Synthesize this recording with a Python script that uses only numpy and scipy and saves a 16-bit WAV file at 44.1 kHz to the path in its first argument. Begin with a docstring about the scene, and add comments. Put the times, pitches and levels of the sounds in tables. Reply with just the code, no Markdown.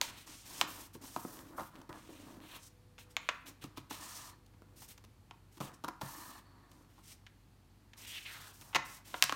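"""A small, quiet room: a sheet of paper is folded by hand on a table, over still air and a faint hum.
Fingertips hiss and scrape along the crease: many tiny fibre catches over smooth noise, shaped stroke by stroke.
A flat hand taps and smooths the sheet, which rustles as it bends and swishes as it is dragged.
The stiff paper buckles with sharp snaps: runs of pulses that ring in five registers, answered by the room."""
import sys
import numpy as np
from scipy import signal
from scipy.fft import rfft, irfft, next_fast_len
from scipy.io import wavfile

SR = 44100
rng = np.random.default_rng(int(sys.argv[2]) if len(sys.argv) > 2 else 0)


def unload_wav(signal):
    """Save mono or channel-first audio to the path in sys.argv[1] as 16-bit WAV at rate SR, clipped to [-1, 1]."""
    wavfile.write(
        sys.argv[1],
        SR,
        np.round(np.clip(np.atleast_2d(signal).T, -1, 1) * 32767).astype(np.int16),
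    )


N = 412335
TIME = np.arange(N) / SR

# Levels in the tables and settings stand ahead of the trims that the functions apply.
# registers in which the sheet rings, in order thump, flap, crack, tick, fizz:
# [low f/Hz, high f/Hz, t60/s, shiver against the slip/dB, lingering share of the shiver/dB]
REGISTERS = [(134, 444, 0.065, -26.5, -8), (464, 1330, 0.022, -18.5, -11.5),
             (1410, 3470, 0.006, -17, -13.5), (3710, 7000, 0.0077, -23, -13.5),
             (7500, 15400, 0.0038, -3, -23.5)]
# broad resonances of the sheet on the table: [f/Hz, width/Hz, level/dB]
SHEET_RESONANCES = [(302, 54, 8.5), (740, 175, -4), (1018, 310, 8.5), (1380, 100, -5), (2320, 1860, 3)]
# fingertips slide and push paper over paper:
# [start t/s, length/s, skin level/dB, scrape level/dB, swell over the stroke/dB, skin above 10 kHz/dB]
STROKES = [(0.01, 0.095, -52, -48.5, -12, -4), (0.112, 0.056, -65, -62, -2, -5),
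           (0.162, 0.086, -62.5, -59, -9, 0), (0.259, 0.21, -56.5, -62, -7, -5.5),
           (0.445, 0.18, -51.5, -57, 11, -1.5), (0.667, 0.19, -54.5, -62, -3.5, 3),
           (0.928, 0.024, -59.5, -65, 0, 3), (1.01, 0.16, -55, -64, -2, -0.5),
           (1.163, .25, -58.5, -67.5, -2.5, 4.5), (1.417, .11, -71, -74, -1, 3),
           (1.56, 0.12, -63.5, -67, -1, 6), (1.703, 0.099, -77, -72, 5, 0),
           (1.93, 0.44, -65.5, -65, -1, -3), (2.406, 0.16, -64.5, -57.5, 14.5, 2),
           (2.585, 0.085, -61, -78, 8, -3), (2.982, 0.05, -62, -60.5, -7, 0),
           (3.093, 0.023, -64.5, -69, 0, -2), (3.203, 0.22, -75.5, -64.5, -10, -5),
           (3.455, 0.036, -53.5, -53.5, 0, 1), (3.61, 0.041, -60, -55.5, -3, -1),
           (3.759, 0.027, -63, -55, 1, 1), (3.895, 0.11, -54.5, -54.5, -10, 0),
           (4.0, .3, -52, -60.5, -4.5, -2.5), (4.755, 0.096, -60, -68.5, 6, 2),
           (4.874, 0.044, -58.5, -62, 4, 3.5), (5.514, 0.068, -68.5, -73, -3, 1),
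           (5.599, 0.082, -56.5, -58.5, -5, 0.5), (5.726, 0.018, -63, -71, 5, -5),
           (6.005, 0.31, -56.5, -63.5, -0.5, 3.5), (6.283, .11, -64, -68, 0, 1),
           (6.685, .14, -73, -84, 3, -3), (6.88, .15, -77, -77, 2, 0), (7.027, 0.1, -60, -65.5, 11.5, -2.5),
           (7.964, 0.088, -57, -64, 1, -1), (8.064, 0.18, -54, -78, -8, -0.5),
           (8.252, 0.26, -59, -62.5, -2.5, 1.5), (8.528, 0.23, -63.5, -71, -7, 2),
           (8.84, 0.13, -56, -63, 3, 0.5), (9.043, 0.36, -57.5, -59.5, -2, -0.5)]

# linear attack time and exponential release time constant of the movements
STROKE_ATTACK_S, STROKE_RELEASE_S = 0.014, 0.014
BEND_ATTACK_S, BEND_RELEASE_S = 0.015, 0.025
DRAG_ATTACK_S, DRAG_RELEASE_S = 0.014, 0.0089
# a hand moves fastest halfway: how far the ends fall below the middle, per second of stroke
ARCH_DB_PER_S = 7


def from_db(db):
    """Decibels to gain."""
    return 10 ** (np.asarray(db) / 20)


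def rms_one(x):
    """Scale to rms 1."""
    return x / np.sqrt(np.mean(x ** 2) + 1e-20)


def level(rows):
    """A level curve as a gain per sample, inaudible outside its span."""
    rows = np.array(rows)
    return from_db(np.interp(TIME, rows[:, 0], rows[:, 1], left=-140, right=-140))


def at_hz(points, hz):
    """Read a spectrum on a log-frequency axis."""
    points = np.array(points)
    return np.interp(np.log(np.maximum(hz, 1)), np.log(points[:, 0]), points[:, 1])


def band(x, low, high, order=2):
    """Causal band-pass."""
    edges = [low, min(high, SR / 2 - 1000)]
    return signal.sosfilt(signal.butter(order, edges, "band", fs=SR, output="sos"), x)


def resonance(x, hz, width_hz):
    """One resonance with gain 1 on top."""
    r = np.exp(-np.pi * width_hz / SR)
    zeros = np.array([1, 0, -1]) * (1 - r * r) / 2
    poles = [1, -2 * r * np.cos(2 * np.pi * hz / SR), r * r]
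    return signal.lfilter(zeros, poles, x)


def coloured(x, colour):
    """Give a steady sound a spectrum; rms 1."""
    size = next_fast_len(N)
    gain = from_db(at_hz(colour, np.fft.rfftfreq(size, 1 / SR)))
    return rms_one(irfft(rfft(x, size) * gain, size)[:N])


def drift(rate):
    """Random wandering that heads for a new value `rate` times a second; rms 1."""
    steps = rng.standard_normal(8192)
    return rms_one(np.interp(TIME * rate, np.arange(len(steps)), steps))


def add(out, s, sound):
    """Mix a sound in at its moment."""
    start = max(round(s * SR), 0)
    out[start:start + len(sound)] += sound


def gesture(start, length, swell_db, attack_s, release_s):
    """Gain of one movement: it gets going, arches over its middle while it swells or fades, and dies away."""
    t = TIME - start
    gain = np.zeros(N)
    on = (t > 0) & (t < length + 8 * release_s)
    t = t[on]
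    from_middle = np.minimum(t / length, 1) - 0.5
    db = swell_db * from_middle - ARCH_DB_PER_S * length * (2 * from_middle) ** 2
    release = np.exp(-np.maximum(t - length, 0) / release_s)
    gain[on] = np.minimum(t / attack_s, 1) * from_db(db) * release
    return gain


def gestures(rows, attack_s, release_s):
    """Joint gain of movements [start t/s, length/s, level/dB, swell/dB], summed in power."""
    power = sum((from_db(db) * gesture(s, length, swell, attack_s, release_s)) ** 2
                for s, length, db, swell in rows)
    return np.sqrt(power)


def friction(catches_per_s, spread_db, smooth, judder_db, judder_rate):
    """Fibres catch and let go: tiny clicks of uneven size over a smooth hiss, with a juddering contact."""
    sizes = from_db(spread_db * np.minimum(rng.exponential(1, N), 4)) * rng.choice([-1, 1], N)
    catches = rms_one(sizes * (rng.random(N) < catches_per_s / SR))
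    judder = from_db(judder_db * drift(judder_rate))
    return (catches + smooth * rng.standard_normal(N)) * judder


def background():
    """Still air as coloured noise, a slightly wavering hum and a faint tone that comes and goes."""
    # spectrum of the still air: [f/Hz, level/dB]
    air_colour = [(15, -47.5), (25, -20.5), (70, -4), (102, 0), (170, -7.5), (301, -11), (575, -23.5),
                  (818, -20), (1290, -24), (1440, -25.5), (3820, -31), (4370, -28.5), (5000, -33),
                  (14800, -37.5), (16000, -47.5)]
    # low hum: [f/Hz, rms level/dB]
    hum_partials = [(49, -70), (98, -69.5)]
    # faint tone in the room: [t/s, level/dB]
    tone_level = [(2.5, -80), (2.7, -79), (3.15, -71.5), (3.5, -89), (4.9, -78.5), (5.3, -91)]
    hum = sum(from_db(db) * rms_one(np.sin(2 * np.pi * hz * TIME + 0.4 * drift(6.8)))
              for hz, db in hum_partials)
    tone = level(tone_level) * rms_one(np.sin(2 * np.pi * 495 * TIME + 0.56 * drift(4.6)))
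    air = from_db(-64.5) * coloured(rng.standard_normal(N), air_colour)
    return hum + tone + air


def room(x):
    """Diffuse reflections build up after a few milliseconds; each band of noise dies away at its own rate."""
    # decay of the room: [f/Hz, t60/s]
    room_t60 = [(150, 0.1), (1000, 0.41), (2000, 0.55), (4000, 0.42), (7000, 0.24), (15000, 0.4)]
    # reverberation against the direct sound: [f/Hz, level/dB]
    room_level = [(150, -8), (700, -10.5), (1600, -7), (3000, -15), (6000, -10.5), (15000, -20)]
    t = TIME[:SR * 3 // 5]
    edges = np.geomspace(80, 18000, 24)
    build_up = np.clip((t - 0.003) / 0.0031, 0, 1)
    response = np.zeros(len(t))
    for low, high in zip(edges, edges[1:]):
        hz = np.sqrt(low * high)
        decay = from_db(-60 * t / max(at_hz(room_t60, hz), 0.02))
        tail = band(rng.standard_normal(len(t)) * build_up * decay, low, high)
        # each band gets its share of energy by width
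        share = np.sqrt(2 * (high - low) / SR)
        response += from_db(at_hz(room_level, hz)) * tail / np.linalg.norm(tail) * share
    return signal.fftconvolve(x, response)[:N]


def thuds():
    """The weight of the soft hand pushes the table top, whose modes answer with a short, low knock."""
    # the hand lands on the table: [t/s, level/dB]
    landings = [(3.64, -49), (3.779, -53), (5.608, -50), (6.032, -43.5), (8.76, -48), (9.243, -49.5)]
    # modes of the table top, detuned at random for each thud: [f/Hz, relative level/dB, t60/s]
    table_modes = [(105, -21, 0.083), (136, 4, 0.11), (188, 5.5, 0.047)]
    out = np.zeros(N + SR)
    t = TIME[:SR // 4]
    push = 1 - np.exp(-t / 0.0011)
    for s, db in landings:
        detune = 1 + 0.036 * rng.standard_normal(len(table_modes))
        modes = sum(from_db(mode_db - 60 * t / t60) * np.sin(2 * np.pi * hz * d * t)
                    for (hz, mode_db, t60), d in zip(table_modes, detune))
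        add(out, s, from_db(db) * push * modes)
    return out[:N]


def bending():
    """How strongly the flap rustles and the sheet flexes; stiff paper yields unevenly."""
    # the sheet is bent or pressed flat:
    # [start t/s, length/s, rustle level/dB, low flexing level/dB, swell/dB]
    bends = [(0.0, 0.17, -58, -62, -7), (0.257, 0.093, -61, -59.5, -8), (0.432, 0.19, -58, -57.5, 15),
             (0.618, 0.26, -56.5, -57.5, -7), (0.996, 0.29, -63.5, -60.5, -1), (1.25, .17, -56.5, -52, 0),
             (1.438, 0.19, -57.5, -53, 7.5), (1.731, .11, -59.5, -57, -3), (1.889, 0.18, -57.5, -55.5, -18),
             (2.084, 0.37, -64, -55, 5.5), (2.462, 0.1, -61, -67, 16), (2.58, 0.082, -75, -69, -7),
             (3.055, 0.34, -70, -74, 0), (3.445, 0.065, -63.5, -63, 0), (3.613, 0.33, -71, -67.5, -11),
             (3.905, 0.43, -79, -64.5, -5), (4.513, 0.45, -77, -70.5, 0), (5.61, 0.16, -60.5, -60, -17),
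             (5.86, 0.11, -65, -68, -3), (6.017, 0.41, -66, -62.5, -7), (6.45, 0.65, -73.5, -69.5, -5),
             (7.947, 0.38, -69.5, -73.5, -5), (8.257, 0.76, -67, -76, 1), (8.76, 0.25, -61, -67, -9),
             (9.057, 0.21, -63, -68, -13)]
    uneven = from_db(2 * drift(22))
    rustle_rows = [(s, length, db, swell) for s, length, db, _, swell in bends]
    flex_rows = [(s, length, db, swell) for s, length, _, db, swell in bends]
    rustling = gestures(rustle_rows, BEND_ATTACK_S, BEND_RELEASE_S)
    flexing = gestures(flex_rows, BEND_ATTACK_S, BEND_RELEASE_S)
    return uneven * rustling, uneven * flexing


def crinkles(per_s, spread_db):
    """Stray little ticks that ring in the sheet; rms 1."""
    sizes = from_db(spread_db * np.minimum(rng.exponential(1, N), 3)) * (rng.random(N) < per_s / SR)
    # the tiny offset keeps the resonators numerically awake
    ticks = sizes + sum(from_db(db) * resonance(sizes + 1e-18, hz, width)
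                        for hz, width, db in SHEET_RESONANCES)
    return rms_one(band(ticks, 400, 3500, order=1))


def sheet():
    """Rustle, low flutter and stray crinkles: coloured friction and ticks that follow the bending."""
    # spectra of the rustling flap and of the flexing sheet: [f/Hz, level/dB]
    rustle_colour = [(350, -5.5), (520, -4), (680, 1.5), (800, 2), (1030, 6), (1400, -1), (1900, -3.5),
                     (3000, -40)]
    flex_colour = [(80, -13.5), (140, -8), (210, -6), (300, 3), (410, -12), (600, -10.5), (1000, -36.5)]
    rustling, flexing = bending()
    rustle_rub = friction(500, spread_db=0.0, smooth=0.81, judder_db=1.1, judder_rate=41)
    flex_rub = friction(150, spread_db=4.5, smooth=1.32, judder_db=0.56, judder_rate=40)
    rustle = rustling * coloured(rustle_rub, rustle_colour)
    flex = flexing * coloured(flex_rub, flex_colour)
    ticks = np.sqrt(rustling * flexing) * crinkles(per_s=15, spread_db=2.0)
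    return from_db(-3.0) * rustle + from_db(-2.73) * flex + from_db(-14) * ticks


def swish():
    """The sheet rubs over the table; the gap's broad resonance rises briefly, then sinks as the gap opens."""
    # resonance of the gap beneath the dragged sheet: [t/s, f/Hz]
    gap_centre = [(7.95, 2540), (8.12, 3050), (8.19, 2870), (8.25, 2790), (8.32, 2000), (8.4, 1660),
                  (8.53, 1340)]
    # the sheet is dragged over the table: [start t/s, length/s, level/dB, swell/dB]
    drags = [(7.98, .205, -54.5, 19.5), (8.2, 0.041, -57.5, -6), (8.245, 0.28, -52.5, -11.5)]
    centre = np.interp(TIME, *np.transpose(gap_centre))
    rub = friction(4000, spread_db=4.0, smooth=1.4, judder_db=1.2, judder_rate=61)
    # shift the moving centre to 0 Hz, low-pass there and shift back: a band that follows the resonance
    turn = np.exp(2j * np.pi * np.cumsum(centre) / SR)
    gap = np.real(turn * signal.sosfilt(signal.butter(2, 620, fs=SR, output="sos"), rub / turn))
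    slide = rms_one(gap + 0.33 * band(rub, 1960, 4150))
    return from_db(-0.5) * gestures(drags, DRAG_ATTACK_S, DRAG_RELEASE_S) * slide


def palm():
    """The flat hand rubs the crease, coloured by the hollow beneath it; creeping skin whistles thinly."""
    # resonances of the hollow under the hand: [f/Hz, width/Hz, level/dB]
    hollow_resonances = [(640, 110, -10), (1000, 147, -1.5), (1225, 170, -4.5), (1770, 130, -6.5),
                         (4300, 470, -14.5)]
    # the flat hand smooths the crease: [start t/s, length/s, level/dB, swell/dB]
    palm_strokes = [(3.9, 0.44, -55, -5), (6.01, .385, -53.5, -2), (6.4, .36, -67.5, -1)]
    # the creeping skin whistles: [start t/s, length/s, level/dB, swell/dB]
    whistles = [(6.36, 0.35, -83, 5)]
    rub = friction(3000, spread_db=6.0, smooth=0.94, judder_db=2.0, judder_rate=73)
    # neighbouring resonances alternate in sign
    hollow = sum((-1) ** k * from_db(db) * resonance(rub, hz, width)
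                 for k, (hz, width, db) in enumerate(hollow_resonances))
    whistle = rms_one(band(rub, 4400, 4450))
    pressing = gestures(palm_strokes, DRAG_ATTACK_S, DRAG_RELEASE_S)
    creeping = gestures(whistles, DRAG_ATTACK_S, DRAG_RELEASE_S)
    return from_db(-2.5) * pressing * rms_one(band(hollow, 530, 4500)) + creeping * whistle


def scrape():
    """Coarse scrape of paper on paper under each stroke: sparser, more uneven catches than the skin's."""
    # spectrum of the scrape: [f/Hz, level/dB]
    scrape_colour = [(1300, -6.5), (2100, 0.5), (2900, 3.5), (4200, -0.5), (5500, -24.5), (9000, -17)]
    rub = friction(1800, spread_db=3.5, smooth=1.7, judder_db=1.5, judder_rate=79)
    rows = [(s, length, db, swell) for s, length, _, db, swell, _ in STROKES]
    push = gestures(rows, STROKE_ATTACK_S, STROKE_RELEASE_S)
    return from_db(-1.5) * push * coloured(rub, scrape_colour)


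def skin():
    """Fine hiss of fingertips from dense catches; each stroke has its own share of treble."""
    # spectrum of the skin's hiss: [f/Hz, level/dB]
    skin_colour = [(2500, -8), (4200, -0.5), (5500, 4.5), (7500, 2), (9000, 4), (10500, -2.5), (12500, 1.5),
                   (16000, -4.5)]
    rub = friction(7000, spread_db=1.5, smooth=1.6, judder_db=1.4, judder_rate=98)
    hiss = coloured(rub, skin_colour)
    top = signal.sosfiltfilt(signal.butter(3, 10000, "high", fs=SR, output="sos"), hiss)
    body_rows = [(s, length, db, swell) for s, length, db, _, swell, _ in STROKES]
    top_rows = [(s, length, db + top_db, swell) for s, length, db, _, swell, top_db in STROKES]
    body_gain = gestures(body_rows, STROKE_ATTACK_S, STROKE_RELEASE_S)
    top_gain = gestures(top_rows, STROKE_ATTACK_S, STROKE_RELEASE_S)
    return from_db(-0.07) * (body_gain * (hiss - top) + top_gain * top)


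def snap(length, levels_db, slip_share, loose_t60):
    """A fold gives way in a quick run of slips; each is a sharp pulse and leaves dense modes shivering."""
    t = TIME[:SR // 8]
    slipping = (rng.random(len(t)) < 2200 / SR) * (t < length)
    slips = slip_share * rng.standard_normal(len(t)) * slipping
    slips[0] = 1
    out = np.zeros(len(t))
    for (low, high, t60, shiver_db, loose_db), db in zip(REGISTERS, levels_db):
        # the free part of the sheet shivers on after the fold has stopped
        decay = from_db(-60 * t / t60) + from_db(loose_db) * from_db(-60 * t / loose_t60)
        vigour = np.sqrt(np.abs(signal.fftconvolve(slips ** 2, decay ** 2)[:len(t)]))
        shake = slips + from_db(shiver_db) * vigour * rng.choice([-1, 1], len(t))
        shake = shake + sum(from_db(gain_db) * resonance(shake, hz, width)
                            for hz, width, gain_db in SHEET_RESONANCES)
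        ring = band(shake, low, high, order=3)
        # level as if the register's energy were spread over 10 ms
        out += from_db(db) * ring / np.sqrt(np.sum(ring ** 2) / (0.01 * SR))
    return out


def taps():
    """A tap thumps the sheet and slaps it on the table; the touch of skin gives the treble."""
    # fingers tap the sheet, or it flops against the table:
    # [t/s, length/s, thump level/dB, flap level/dB, skin contact level/dB]
    tap_rows = [(0.946, .013, -47.5, -59, -62), (1.163, 0.00007, -43.5, -35.5, -51.5),
                (1.2496, 0.0013, -41, -47.5, -67), (1.58, 0.02, -63, -38.5, -69),
                (1.5948, 0.014, -55, -39, -56.5), (1.815, .006, -62, -58, -65),
                (1.892, .009, -47.5, -52.5, -62), (2.09, 0.004, -51.5, -62, -77),
                (3.6397, 0.0041, -45.5, -51.5, -53.5), (3.7733, 0.0087, -46, -49, -52.5),
                (3.908, 0.0061, -46, -44.5, -51.5), (4.62, .0005, -56.5, -64, -73.5),
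                (5.04, .01, -61.5, -64, -63.5), (5.571, 0.012, -56, -61, -64),
                (5.6032, .01, -40.5, -41, -52), (5.839, 0.0095, -45, -39.5, -49),
                (5.8817, .006, -44.5, -39, -50), (6.013, 0.0065, -49.5, -40, -49.5),
                (6.027, 0.024, -60, -56, -60.5), (6.98, 0.015, -65, -60.5, -73),
                (8.049, 0.0073, -70, -68, -57), (8.612, 0.014, -63, -62, -56.5)]
    # how the skin contact spreads over crack, tick and fizz: [level/dB] each
    contact_colour = [-2.5, -2, -5]
    out = np.zeros(N + SR)
    for s, length, thump_db, flap_db, contact_db in tap_rows:
        levels_db = [thump_db, flap_db, *(contact_db + np.array(contact_colour))]
        add(out, s, snap(length, levels_db, slip_share=0.55, loose_t60=0.088))
    return from_db(0.98) * out[:N]


def snaps():
    """Buckling snaps share one colour, tilted about the crack register and more or less focused on it."""
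    # the stiff sheet buckles:
    # [t/s, length/s, crack level over 10 ms/dB, tilt/dB per octave, focus on the crack/dB per octave]
    buckles = [(0.014, 0.0012, -35, 2.5, -2.5), (0.6127, 0.002, -28.5, 0.6, -0.5),
               (2.981, 0.0083, -55.5, 0, 1.5), (3.1668, 0.0011, -33.5, 1, 3), (3.289, 0.0074, -31, -1.6, 3),
               (4.462, 0.0052, -77.5, 6, -2.5), (4.537, .008, -76, -3, -2), (4.82, .01, -63, -1, -4),
               (4.978, 0.0038, -64, 2, -3), (5.31, 0.0024, -55, -3.5, 0), (6.716, .006, -73, 3, -5),
               (7.2657, 0.0052, -55.5, 1.5, 5), (7.934, 0.0049, -58, 1.5, 2.5), (8.73, 0.011, -52.5, -4, 2),
               (8.7477, 0.015, -30, -0.4, .5), (8.7571, .0096, -29.5, -1.5, -0.5),
               (9.141, 0.0057, -41.5, -5.5, 2), (9.2244, 0, -24.5, 4.5, 0.5),
               (9.2394, .0003, -38.5, 5, -3.5), (9.295, 0, -38, -2.5, 0.3),
               (9.3241, 0.00028, -39, -1.8, -2.5)]
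    # what all snaps share, from thump to fizz: [level against the crack/dB] each
    snap_colour = [-21.5, -3, 0, -5, -16.5]
    out = np.zeros(N + SR)
    octaves = np.log2([np.sqrt(low * high) for low, high, *_ in REGISTERS])
    above = octaves - octaves[2]
    for s, length, db, tilt, focus in buckles:
        levels_db = db + np.array(snap_colour) + tilt * above - focus * np.abs(above)
        add(out, s, snap(length, levels_db, slip_share=0.45, loose_t60=0.065))
    return from_db(0.77) * out[:N]


def scene():
    """Paper and hands, direct and as the room answers them, over the background."""
    blows = snaps() + taps() + thuds()
    # the pressure of the fingers wavers
    pressure = from_db(0.64 * drift(28))
    strokes = pressure * (skin() + scrape() + palm() + swish())
    rubs = from_db(0.58) * (strokes + sheet())
    # the rubs feed the room slightly harder than the blows do
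    answer = room(blows + from_db(0.5) * rubs)
    return (blows + rubs + answer + background())[None]


def record(dry):
    """The top is cut steeply above 16.1 kHz."""
    return signal.sosfilt(signal.ellip(10, 0.1, 80, 16100, fs=SR, output="sos"), dry)


dry = scene()
out = record(dry)
unload_wav(out)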